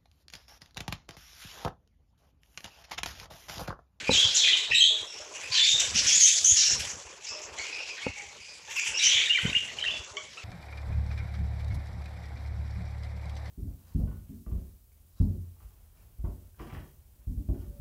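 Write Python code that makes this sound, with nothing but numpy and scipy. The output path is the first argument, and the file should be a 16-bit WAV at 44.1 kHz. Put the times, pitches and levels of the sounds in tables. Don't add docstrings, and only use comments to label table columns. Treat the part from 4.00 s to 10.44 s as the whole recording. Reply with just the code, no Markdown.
import sys
import numpy as np
from scipy import signal
from scipy.io import wavfile
from scipy.ndimage import uniform_filter1d

SR = 44100
rng = np.random.default_rng(int(sys.argv[2]) if len(sys.argv) > 2 else 0)


def master_out(mix):
    frames = np.transpose(np.atleast_2d(mix))
    ceiling = np.clip(frames, -1, 1)
    pcm = np.round(ceiling * 32767).astype(np.int16)
    wavfile.write(sys.argv[1], SR, pcm)


def elevation(decibels):
    levels = np.asarray(decibels, float)
    return 10 ** (levels / 20)


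N = 284004


def filtered(x, order, hz, kind):
    return signal.sosfilt(signal.butter(order, hz, kind, fs=SR, output="sos"), x)


def rms_one(x):
    return x / np.sqrt(np.mean(x ** 2) + 1e-20)


def drift(rate_hz):
    r = np.exp(-2 * np.pi * rate_hz / SR)
    noise = rng.standard_normal(N + SR)
    return rms_one(signal.lfilter([1], [1, -2 * r, r * r], noise)[SR:])


def ring(clicks, hz, t60_s):
    r, w = elevation(-60 / (t60_s * SR)), 2 * np.pi * hz / SR
    return signal.lfilter([0, np.sin(w)], [1, -2 * r * np.cos(w), r * r], clicks + 1e-18)


def banded_noise(spectrum, patchy_db, patch_hz, together, extra_db=lambda hz: 0):
    hz_points, db_points = np.transpose(spectrum)
    edges = hz_points[0] * 2 ** np.arange(0, np.log2(hz_points[-1] / hz_points[0]), 1 / 3)
    white, shared = rng.standard_normal((2, N)), drift(patch_hz)
    out, power = 0, 0
    for k, (low, high) in enumerate(zip(edges, edges[1:])):
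        band = filtered(white[k % 2], 2, [low, high], "band")
        hz = np.sqrt(low * high)
        gain = elevation(np.interp(np.log(hz), np.log(hz_points), db_points))
        power += gain ** 2 * np.mean(band ** 2)
        flicker = together * shared + (1 - together) * drift(patch_hz)
        out = out + band * gain * elevation(patchy_db * flicker + extra_db(hz))
    return out / np.sqrt(power)


def bursts_db(starts, holds, peak_db, rest_db, rise_db_per_s, fall_db_per_s):
    t = np.arange(0, N, 32) / SR
    early = np.maximum(starts[:, None] - t, 0)
    late = np.maximum(t - (starts + holds)[:, None], 0)
    each_db = peak_db[:, None] - rise_db_per_s * early - fall_db_per_s * late
    power = elevation(2 * each_db).sum(axis=0) + elevation(2 * rest_db)
    return np.interp(np.arange(N) / SR, t, 10 * np.log10(power))


def calls(table, waver, waver_hz, flutter_db, flutter_hz, rise_s):
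    out, shake = np.zeros(N), drift(waver_hz)
    flutter = rms_one(elevation(flutter_db * drift(flutter_hz)))
    for k, (start, length, from_hz, to_hz, tone_db, octave_db) in enumerate(table):
        i = round(start * SR)
        t = np.arange(min(round(length * SR), N - i)) / SR
        own = (i + 7919 * k + np.arange(len(t))) % N
        pitch_hz = (from_hz + (to_hz - from_hz) * t / length) * (1 + waver * shake[own])
        phase = 2 * np.pi * np.cumsum(pitch_hz) / SR
        envelope = np.clip(np.minimum(t / rise_s, (length - t) / (0.35 * length)), 0, 1)
        upper = np.sin(2 * phase) + 0.086 * np.sin(3 * phase) + 0.022 * np.sin(4 * phase)
        out[i:i + len(t)] += envelope * flutter[own] * (elevation(tone_db) * np.sin(phase) + elevation(octave_db) * upper)
    return out


def with_octave(table, law):
    hz, db = np.transpose(law)
    return [(*row, row[4] + np.interp((row[2] + row[3]) / 2, hz, db)) for row in table]


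def with_glide(table, glide):
    return [(s, length, hz * (1 - glide / 2), hz * (1 + glide / 2), tone_db, octave_db)
            for s, length, hz, tone_db, octave_db in table]


# start_s, hold_s, level_db, brightness_db, depth_db
BREATHS = [(0, 0.13, -42, -6.5, 7), (0.123, 0.16, -28.5, -12.5, -9), (0.325, 0.14, -29.5, -11, -5.5),
           (0.563, 0.15, -41.5, -24, 1), (0.73, 0.072, -53, 8, -4), (0.98, 0.24, -54.5, 2.5, 3.5),
           (1.35, 0.15, -51.5, 3.5, 5.5), (1.526, 0.15, -27.5, -18, -6.5), (1.778, 0.066, -33.5, -4.5, -2),
           (1.95, 0.083, -30, -8.5, -4.5), (2.059, 0.036, -25, -6, -5.5), (2.21, 0.14, -27, -3.5, -9.5),
           (2.437, 0.15, -40, 6, -4.5), (2.564, 0.18, -34, -3, -2), (3.25, 0.12, -50, -2, 0),
           (3.582, 0.079, -49, -1.5, 8), (3.725, 0.3, -48, -9, 1), (4.71, 0.2, -55, 12, 17),
           (4.994, 0.1, -32.5, -5, -1), (5.197, 0.34, -51.5, 5.5, 14.5), (5.474, 0.21, -55, 3.5, 12),
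           (2.799, 0.016, -44, 9, 10), (5.793, 0.14, -48, -4.5, 3.5), (6.384, .06, -53, -8, 2)]
# frequency_hz, density_db (per Hz)
BEAK_SPECTRUM = [(1400, 5.5), (1750, -11), (2200, 2.5), (3300, -2), (4700, -3), (6500, 3), (7600, 3.5),
                 (8600, -16), (9800, -18), (11500, -12.5), (15000, -45)]


def hiss():
    s, hold, db, bright_db, deep_db = np.transpose(BREATHS)

    def course(extra_db, rest_db):
        return bursts_db(s, hold, db + extra_db, rest_db - 56, rise_db_per_s=707, fall_db_per_s=108)

    middle_db = course(0, 0)
    high_db, low_db = course(bright_db, -1) - middle_db, course(deep_db, 3) - middle_db

    def lean(hz):
        highness, lowness = np.clip(np.log2(hz / 4700) * 2, 0, 1), np.clip(np.log2(4200 / hz) * 2, 0, 1)
        return high_db * highness + low_db * lowness

    level = elevation(middle_db + 4.5 + 1.53 * drift(40) + 1.2 * drift(130))
    air = level * banded_noise(BEAK_SPECTRUM, patchy_db=3.5, patch_hz=9, together=0.2, extra_db=lean)
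    return filtered(air, 4, 1600, "high")


STILL_HAND_DB = -68.5
# start_s, hold_s, rumble_db
GRIPS = [(0, 0.0043, -46), (0.126, 0.0093, -32), (0.253, 0.058, -52), (0.71, 0.03, -50),
         (1.016, 0.012, -57), (1.734, 0.28, -53), (1.87, 0.21, -48), (2.1, 0.12, -57.5),
         (2.416, 0.18, -58.5), (2.71, 0.13, -48), (2.933, 0.05, -53), (3.31, 0.017, -64),
         (3.473, 0.12, -60), (4.07, 0.024, -54), (4.885, 0.033, -52.5), (5.096, 0.22, -63),
         (5.45, 0.041, -40), (5.57, 0.24, -55), (5.863, 0.1, -49.5), (6.14, 0.059, -63)]


def grip_level():
    return bursts_db(*np.transpose(GRIPS), STILL_HAND_DB, rise_db_per_s=437, fall_db_per_s=264.5)


# frequency_hz, density_db (per Hz)
RUMBLE_SPECTRUM = [(15, -34), (25, -57), (54, 1.5), (119, -5.5), (167, -8.5), (204, -12.5), (260, -6),
                   (340, -60), (570, -120)]


def hand(grip_db):
    return elevation(grip_db - .1) * banded_noise(RUMBLE_SPECTRUM, patchy_db=4, patch_hz=9, together=.7)


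# time_s, rustle_db
RESTLESSNESS = [(0, -52), (.5, -48), (.95, -48.5), (2.1, -51.5), (2.9, -52.5), (3.38, -47.5), (4.03, -51),
                (4.2, -54.5), (4.6, -56.5), (4.95, -51), (5.4, -50.5), (5.8, -52), (6.44, -53)]
# frequency_hz, density_db (per Hz)
RUSTLE_SPECTRUM = [(120, -39), (200, -26), (449, -1), (603, -4), (686, -6), (863, -5), (946, -4.5),
                   (1170, -5), (1800, -14.5), (2340, -41), (3960, -120)]


def bedding(grip_db):
    s, db = np.transpose(RESTLESSNESS)
    rustle_db = np.interp(np.arange(N) / SR, s, db) + 0.27 * (grip_db - STILL_HAND_DB)
    return elevation(rustle_db - 3.5) * banded_noise(RUSTLE_SPECTRUM, patchy_db=5.0, patch_hz=20.5, together=0.35)


# start_s, length_s, pitch_hz, tone_db
WHINES = [(0.211, 0.07, 3305, -17.5), (.35, 0.32, 3760, -28), (0.368, 0.054, 4140, -24),
          (.4, 0.14, 3382, -21.5), (0.437, 0.094, 2463, -24.5), (0.515, 0.045, 3105, -21.5),
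          (0.708, 0.062, 2622, -20.5), (0.814, 0.14, 3753, -23.5), (0.859, 0.12, 3368, -27),
          (1.517, 0.064, 4510, -29), (1.541, 0.084, 3960, -24.5), (1.624, 0.026, 4450, -25.5),
          (3.639, 0.058, 2810, -42.5), (4.155, 0.075, 2236, -38), (4.847, 0.054, 2667, -31),
          (4.932, 0.046, 2756, -31), (4.988, 0.06, 3820, -27), (5.4, 0.027, 2070, -51),
          (5.93, 0.075, 3510, -50)]
# start_s, length_s, pitch_hz, tone_db, octave_db
SQUEALS = [(.47, 0.04, 1988, -27, -30), (1.07, 0.18, 2734, -53, -44), (2.199, 0.1, 3150, -29.5, -14.5),
           (2.25, 0.15, 3530, -40, -27), (2.63, 0.094, 2740, -37, -24), (3.265, 0.12, 2637, -45.5, -39),
           (3.785, 0.07, 2667, -36.5, -44.5), (4.4, 0.198, 2420, -50.5, -50.5),
           (5.025, 0.079, 2950, -24, -22), (4.97, 0.023, 2850, -33, -25), (4.79, 0.066, 3400, -60, -41),
           (.745, .07, 3880, -40, -31), (3.72, .04, 2600, -50, -44), (3.88, .06, 2480, -50, -44)]
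# start_s, length_s, pitch_hz, tone_db, octave_db
PLEAS = [
    (.07, 0.055, 2510, -27, -40),
    (2.12, 0.064, 3400, -31.5, -19),
    (2.443, 0.11, 3324, -36, -15.5),
    (3.575, 0.054, 2138, -36.5, -42),
    (4.04, 0.0436, 2600, -34, -69),
    (4.94, 0.05, 2780, -31, -35.5),
]
# start_s, length_s, from_hz, to_hz, tone_db
MEWS = [(1.345, 0.045, 2940, 2860, -47.5), (1.465, 0.037, 2660, 2580, -47), (1.515, 0.028, 2495, 2420, -36),
        (2.07, 0.061, 3200, 3300, -29.5), (2.26, 0.059, 3760, 3600, -29), (2.31, 0.063, 3260, 3780, -30),
        (2.61, 0.13, 4080, 4040, -33), (3.625, 0.099, 2276, 2620, -41), (3.74, 0.077, 2480, 2550, -37.5),
        (3.875, 0.065, 2705, 2370, -39.5), (4.04, 0.064, 2210, 2187, -41.5), (4.075, .12, 2736, 2620, -49),
        (4.19, 0.094, 2280, 2230, -56), (4.758, 0.017, 2380, 2920, -29.5), (4.805, .05, 2480, 2464, -30),
        (4.855, 0.048, 2980, 2737, -34.5), (4.88, 0.038, 2726, 2570, -43),
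        (4.985, 0.091, 2310, 2403, -31.5)]
# pitch_hz, octave_db
CHICK_OCTAVE = [(1800, -16), (2500, -10.5), (3900, -14.5)]


def husky_calls():
    table = with_glide([(*row, row[3] - 19) for row in WHINES], -0.0261)
    table += with_glide(SQUEALS, -0.0088)
    table += with_glide(PLEAS, 0.1208)
    table += with_octave(MEWS, CHICK_OCTAVE)
    return calls(table, waver=.043, waver_hz=350, flutter_db=3, flutter_hz=150, rise_s=.004)


# start_s, peak_db, hardness_hz
KNOCKS = [
    (0.0938, -4, 1810),
    (0.113, -10.5, 706),
    (4.0662, -9.5, 890),
    (5.453, -20, 400),
]
# frequency_hz, level_db, t60_s
BOX_MODES = [(110, -51, 0.25), (220, -9.5, 0.11), (277, 1.5, 0.07), (420, -13, 0.053), (513, 11.5, 0.032),
             (854, 8, 0.023)]


def knocks():
    out = np.zeros(N)
    for s, db, hard_hz in KNOCKS:
        i = round(s * SR)
        press = 2 * np.pi * hard_hz * np.arange(SR // 4) / SR
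        blow = press * np.exp(-press) * 2 * np.pi * hard_hz / SR
        for hz, mode_db, t60_s in BOX_MODES:
            strength = elevation(db + mode_db - 19 + rng.normal(0, 0.093))
            out[i:i + SR // 4] += strength * ring(blow, hz, t60_s)
    return out


# start_s, length_s,
# from_hz, to_hz, tone_db
CHIRPS = [(.103, 0.061, 3970, 3710, -24.5), (.169, 0.048, 3040, 3545, -16), (.715, 0.011, 1885, 1880, -17),
          (.741, 0.075, 3746, 4038, -16), (.801, 0.06, 3153, 3388, -15), (1.428, 0.041, 2452, 2590, -35),
          (1.575, 0.016, 1740, 1860, -29), (1.579, 0.22, 3503, 3718, -20), (3.723, 0.016, 2510, 2550, -28),
          (4.012, 0.034, 2210, 2274, -39), (4.16, 0.11, 831, 800, -52), (4.73, 0.016, 2720, 2750, -50),
          (5.233, 0.0078, 2380, 2380, -20), (5.252, 0.026, 3730, 3550, -25),
          (5.268, 0.021, 1720, 1970, -30), (.895, 0.1, 621, 619, -48.5), (.9, .08, 458, 428, -51),
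          (1.19, 0.13, 612, 611, -50), (1.5, 0.07, 1032, 1044, -42), (2.56, 0.098, 1254, 1234, -45),
          (3.32, 0.2, 621, 609, -49), (4.86, 0.094, 894, 865, -49), (5.74, .28, 620, 622, -55),
          (6.125, .09, 623, 615, -51), (6.13, 0.064, 415, 407, -50), (.19, .13, 3900, 3950, -32),
          (.52, .17, 3980, 3920, -35.5), (3.79, 0.051, 2800, 2780, -44), (3.88, 0.035, 2620, 2540, -53),
          (3.915, .03, 2420, 2290, -44)]


def chirps():
    table = with_octave(CHIRPS, CHICK_OCTAVE)
    return calls(table, waver=.025, waver_hz=250, flutter_db=3.2, flutter_hz=80, rise_s=.008)


# start_s, level_db
PUFFS = [(.123, -58), (.242, -61), (.331, -56), (.965, -62), (1.428, -62), (1.946, -54), (2.062, -52),
         (2.456, -52), (2.792, -53), (4.765, -43), (4.85, -49), (5.396, -55), (2.2, -54), (2.565, -54),
         (5.03, -55), (4.953, -57)]


def puffs():
    t = np.arange(N) / SR
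    fade_s = 0.036
    envelope = sum(elevation(db) * (t > s) * np.exp(-np.abs(t - s) / fade_s) for s, db in PUFFS)
    return envelope * rms_one(filtered(rng.standard_normal(N), 4, 8000, "high"))


# start_s, length_s, pitch_hz, tone_db, octave_db
RASPS = [(.124, 0.066, 3190, -21, -25.5), (.342, 0.043, 3157, -27.5, -18.5), (.56, 0.055, 3390, -32, -34),
         (1.54, 0.092, 3143, -25.5, -34.5), (1.66, 0.091, 3300, -31, -24.5), (1.793, 0.021, 3270, -25, -18),
         (1.95, 0.06, 2796, -29.5, -21.5), (2.062, 0.062, 3007, -33, -18),
         (2.565, 0.07, 2925, -31.5, -16.5), (2.57, 0.1, 3980, -29.5, -67), (3.965, 0.039, 1987, -39.5, -45),
         (5.06, 0.17, 2357, -29, -45), (5.08, 0.17, 3284, -22.5, -34), (5.14, 0.13, 2322, -30.5, -55),
         (5.68, 0.012, 2103, -35, -52), (.74, .2, 3550, -29, -50), (.72, .09, 3000, -32, -50),
         (2.45, .1, 3250, -33, -30), (4.855, .03, 2850, -36, -34), (4.768, .03, 2450, -34, -38)]


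def rasps():
    table = with_glide(RASPS, -0.013)
    return calls(table, waver=.1, waver_hz=400, flutter_db=2.2, flutter_hz=200, rise_s=.008)


# start_s, peak_db, frequency_hz
THUMPS = [(0.242, -31, 101), (0.698, -38, 110), (1.497, -41, 110), (1.946, -34, 207), (2.513, -30, 76),
          (4.083, -34, 75.5), (1.007, -47, 86.5), (1.2, -52, 67.3), (1.43, -53, 94.5), (1.734, -40, 120),
          (1.87, -38, 95), (2.159, -47.5, 180), (2.2, -49, 80), (2.415, -49, 74), (2.731, -38, 125),
          (2.801, -42, 100), (2.86, -43, 110), (3.05, -46, 67), (3.3, -51, 90), (3.51, -46, 70),
          (3.589, -50, 65), (4.27, -50, 70), (4.396, -53, 94), (4.89, -46, 60), (5.06, -46, 75),
          (5.142, -46, 100), (5.99, -36, 65), (6.106, -46, 78)]


def thumps():
    out, t = np.zeros(N), np.arange(-SR // 50, SR // 20) / SR
    for s, db, hz in THUMPS:
        i = round(s * SR) - SR // 50
        out[i:i + len(t)] += elevation(db) * np.sin(2 * np.pi * hz * t) * np.exp(-((t - .012) / 0.0079) ** 2)
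    return out


# start_s, peak_db
TICKS = [(2.9564, -32), (3.291, -29), (3.418, -32), (3.586, -27.5), (3.6671, -33), (4.221, -35.5),
         (4.7972, -21), (4.96, -31), (5.471, -30.5), (6.0463, -34), (6.168, -32), (6.219, -40),
         (1.565, -28), (1.577, -20), (1.641, -24), (4.734, -46), (5.72, -43)]


def ticks():
    s, db = np.transpose(TICKS)
    clicks = np.zeros(N)
    clicks[np.round(s * SR).astype(int)] = elevation(db)
    hits = filtered(clicks, 3, [4500, 7800], "band")
    return elevation(-5) * sum(ring(hits, hz, .018) for hz in (5900, 6400, 6900, 7400))


# start_s, length_s, pitch_hz, level_db
PEEPS = [
    (4.681, 0.059, 903, -42),
    (6.169, .022, 1152, -32),
    (6.19, 0.043, 1123, -43),
    (6.245, 0.045, 1120, -56),
    (6.372, 0.025, 1358, -36.5),
    (6.387, .045, 1320, -45),
]
# frequency_hz, gain_db
PEEP_THROAT = [(900, -7), (1300, -11.5), (2300, -1), (2700, -4), (3400, -8.5), (4300, -17.5), (5500, -20),
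               (6800, -26)]


def peeps():
    hz_points, db_points = np.transpose(PEEP_THROAT)
    out, shake, order = np.zeros(N), drift(150), np.arange(1, 8)[:, None]
    for start, length, hz, db in PEEPS:
        i = round(start * SR)
        t = np.arange(round(length * SR)) / SR
        swoop = 1 - .15 * np.exp(-t / 0.0039)
        pitch_hz = hz * swoop * (1 + .008 * shake[i:i + len(t)])
        envelope = np.clip(np.minimum(t / 0.00085, (length - t) / (.5 * length)), 0, 1)
        strength = elevation(db + np.interp(order * hz, hz_points, db_points))
        harmonics = strength * np.sin(2 * np.pi * order * np.cumsum(pitch_hz) / SR)
        out[i:i + len(t)] += envelope * harmonics.sum(axis=0)
    return out


# start_s, length_s, from_hz, to_hz, tone_db
WARBLE = [(4.762, .015, 970, 1200, -41), (4.77, 0.04, 2690, 2300, -25), (5.295, 0.044, 2744, 3020, -18),
          (5.3235, 0.017, 3020, 3080, -28), (5.334, 0.0073, 3190, 3030, -17),
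          (5.346, 0.024, 2396, 2256, -20), (5.372, 0.012, 2170, 1820, -21),
          (5.384, 0.0052, 3040, 3000, -45), (5.386, 0.0072, 1570, 1445, -28.5),
          (5.461, .015, 3060, 3200, -31.5), (5.475, 0.0028, 2970, 2900, -26),
          (5.528, 0.0068, 2700, 2730, -20), (5.55, 0.024, 2822, 2846, -17.5),
          (5.568, 0.0087, 3180, 2900, -20), (5.595, .0068, 2960, 2850, -42),
          (5.39, 0.079, 2020, 2046, -40.5), (5.457, 0.016, 1500, 1516, -38), (5.475, .04, 3450, 3960, -37),
          (5.54, 0.018, 1600, 2700, -31), (5.595, 0.076, 2850, 2790, -36.5),
          (5.69, 0.026, 2100, 1800, -40.5),
          (5.785, 0.006, 3070, 2930, -25), (5.79, 0.013, 2740, 1950, -37), (5.8, 0.021, 4090, 3700, -40),
           (5.81, 0.0056, 3070, 3030, -25), (5.823, 0.0078, 3090, 3050, -20),
           (5.839, 0.0046, 2140, 1590, -25), (5.848, 0.0069, 1860, 1940, -28),
           (5.858, 0.028, 2818, 2590, -25), (5.881, .011, 2675, 3180, -17),
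           (5.892, 0.0054, 2770, 2830, -26), (5.905, 0.0037, 2270, 3050, -16.5),
           (5.906, 0.019, 3276, 3610, -28), (5.915, 0.081, 2700, 2767, -40), (5.767, .015, 4500, 4000, -48),
           (5.935, 0.055, 3450, 3420, -37), (6.168, 0.0037, 2970, 3180, -25.5),
           (6.37, 0.0039, 2330, 2450, -38), (6.375, 0.0061, 2900, 2900, -38),
           (6.383, 0.013, 5330, 5200, -51)]
# pitch_hz, octave_db
ADULT_OCTAVE = [(700, -13), (1300, 6), (1700, 10), (2300, -39)]


def grown_bird():
    table = with_octave(WARBLE, ADULT_OCTAVE)
    return calls(table, waver=.013, waver_hz=200, flutter_db=2.2, flutter_hz=120, rise_s=.003)


# start_s, peak_db, frequency_hz
JOLTS = [
    (5.4355, -34, 90),
    (5.4541, -20, 128),
    (5.48, -33, 110),
    (5.495, -32, 170),
    (5.518, -38, 190),
    (5.567, -40, 120),
]


def jolts():
    out, t = np.zeros(N), np.arange(-SR // 50, SR // 50) / SR
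    for s, db, hz in JOLTS:
        i = round(s * SR) - SR // 50
        out[i:i + len(t)] -= elevation(db + 6) * np.sin(2 * np.pi * hz * t) * np.exp(-(3.2 * hz * t) ** 2)
    return out


def room(x):
    t = np.arange(SR // 2) / SR
    t60_s, level_db = 0.44, -1.5
    tail = rng.standard_normal(len(t)) * elevation(-60 * t / t60_s) * (t > .004)
    return elevation(level_db) * signal.fftconvolve(x, tail / np.sqrt(np.sum(tail ** 2)))[:N]


# start_s, length_s, depth_db
DUCKS = [(0.725, 0.17, 20.5), (1.077, 0.08, 6.5), (1.643, 0.095, 13.5), (2.206, 0.14, 10.5),
         (2.467, 0.093, 17), (2.564, 0.1, 9), (3.202, 0.108, 8), (4.76, .09, 5), (4.4, .08, 6),
         (4.11, .05, 6), (5.327, 0.053, 10), (5.566, 0.055, 7), (6.257, 0.099, 8.5)]


def ducked(x):
    t = np.arange(N) / SR
    edge_s, below_hz = 0.018, 1630
    sink_db = sum(db * np.clip(np.minimum(t - s, s + length - t) / edge_s + .5, 0, 1) for s, length, db in DUCKS)
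    low = signal.sosfiltfilt(signal.butter(6, below_hz, fs=SR, output="sos"), x)
    return x - low * (1 - elevation(-sink_db))


def scene():
    brood = chirps() + husky_calls() + rasps() + ticks()
    adult = grown_bird()
    grip_db = grip_level()
    litter = bedding(grip_db)
    handling = hand(grip_db)
    adult += peeps()
    voices = elevation(-1.5) * brood + adult + room(brood + elevation(-3.5) * adult)
    airborne = ducked(voices + hiss() + puffs() + litter)
    return (airborne + handling + knocks() + thumps() + jolts())[None]


def masked_treble(x, masked_db, slope_db, chance_db):
    hz, _, frames = signal.stft(x, SR, nperseg=1024)
    width = 4
    power = (np.abs(frames[:512]).reshape(-1, width, frames.shape[1]) ** 2).mean(axis=1)
    band_hz = hz[:512:width, None]
    masker = power[(band_hz[:, 0] > 5000) & (band_hz[:, 0] < 7800)].mean(axis=0)
    luck = uniform_filter1d(rng.standard_normal(power.shape), size=8, axis=1)
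    limit_db = -masked_db - slope_db * (band_hz - 9000) / 1000 + chance_db * luck
    limit_db = limit_db + 7 * (np.abs(band_hz - 8500) < 330)
    dropped = (power < masker * elevation(2 * limit_db)) & (band_hz > 7900)
    frames[:512] *= np.repeat(~dropped, width, axis=0)
    return signal.istft(frames, SR, nperseg=1024)[1][:N]


def top_cut(x):
    return signal.sosfilt(signal.butter(12, 14410, fs=SR, output="sos"), x)


def record(dry):
    body = signal.sosfilt(signal.ellip(5, .5, 32, 7800, fs=SR, output="sos"), dry)
    top = signal.sosfilt(signal.ellip(4, .5, 50, [9050, 13900], "band", fs=SR, output="sos"), dry)
    heard = filtered(body + elevation(-3.5) * top, 2, 55, "high")
    mix = masked_treble(heard[0], masked_db=27, slope_db=.6, chance_db=14)[None]
    return top_cut(mix)


dry = scene()
out = record(dry)
master_out(out)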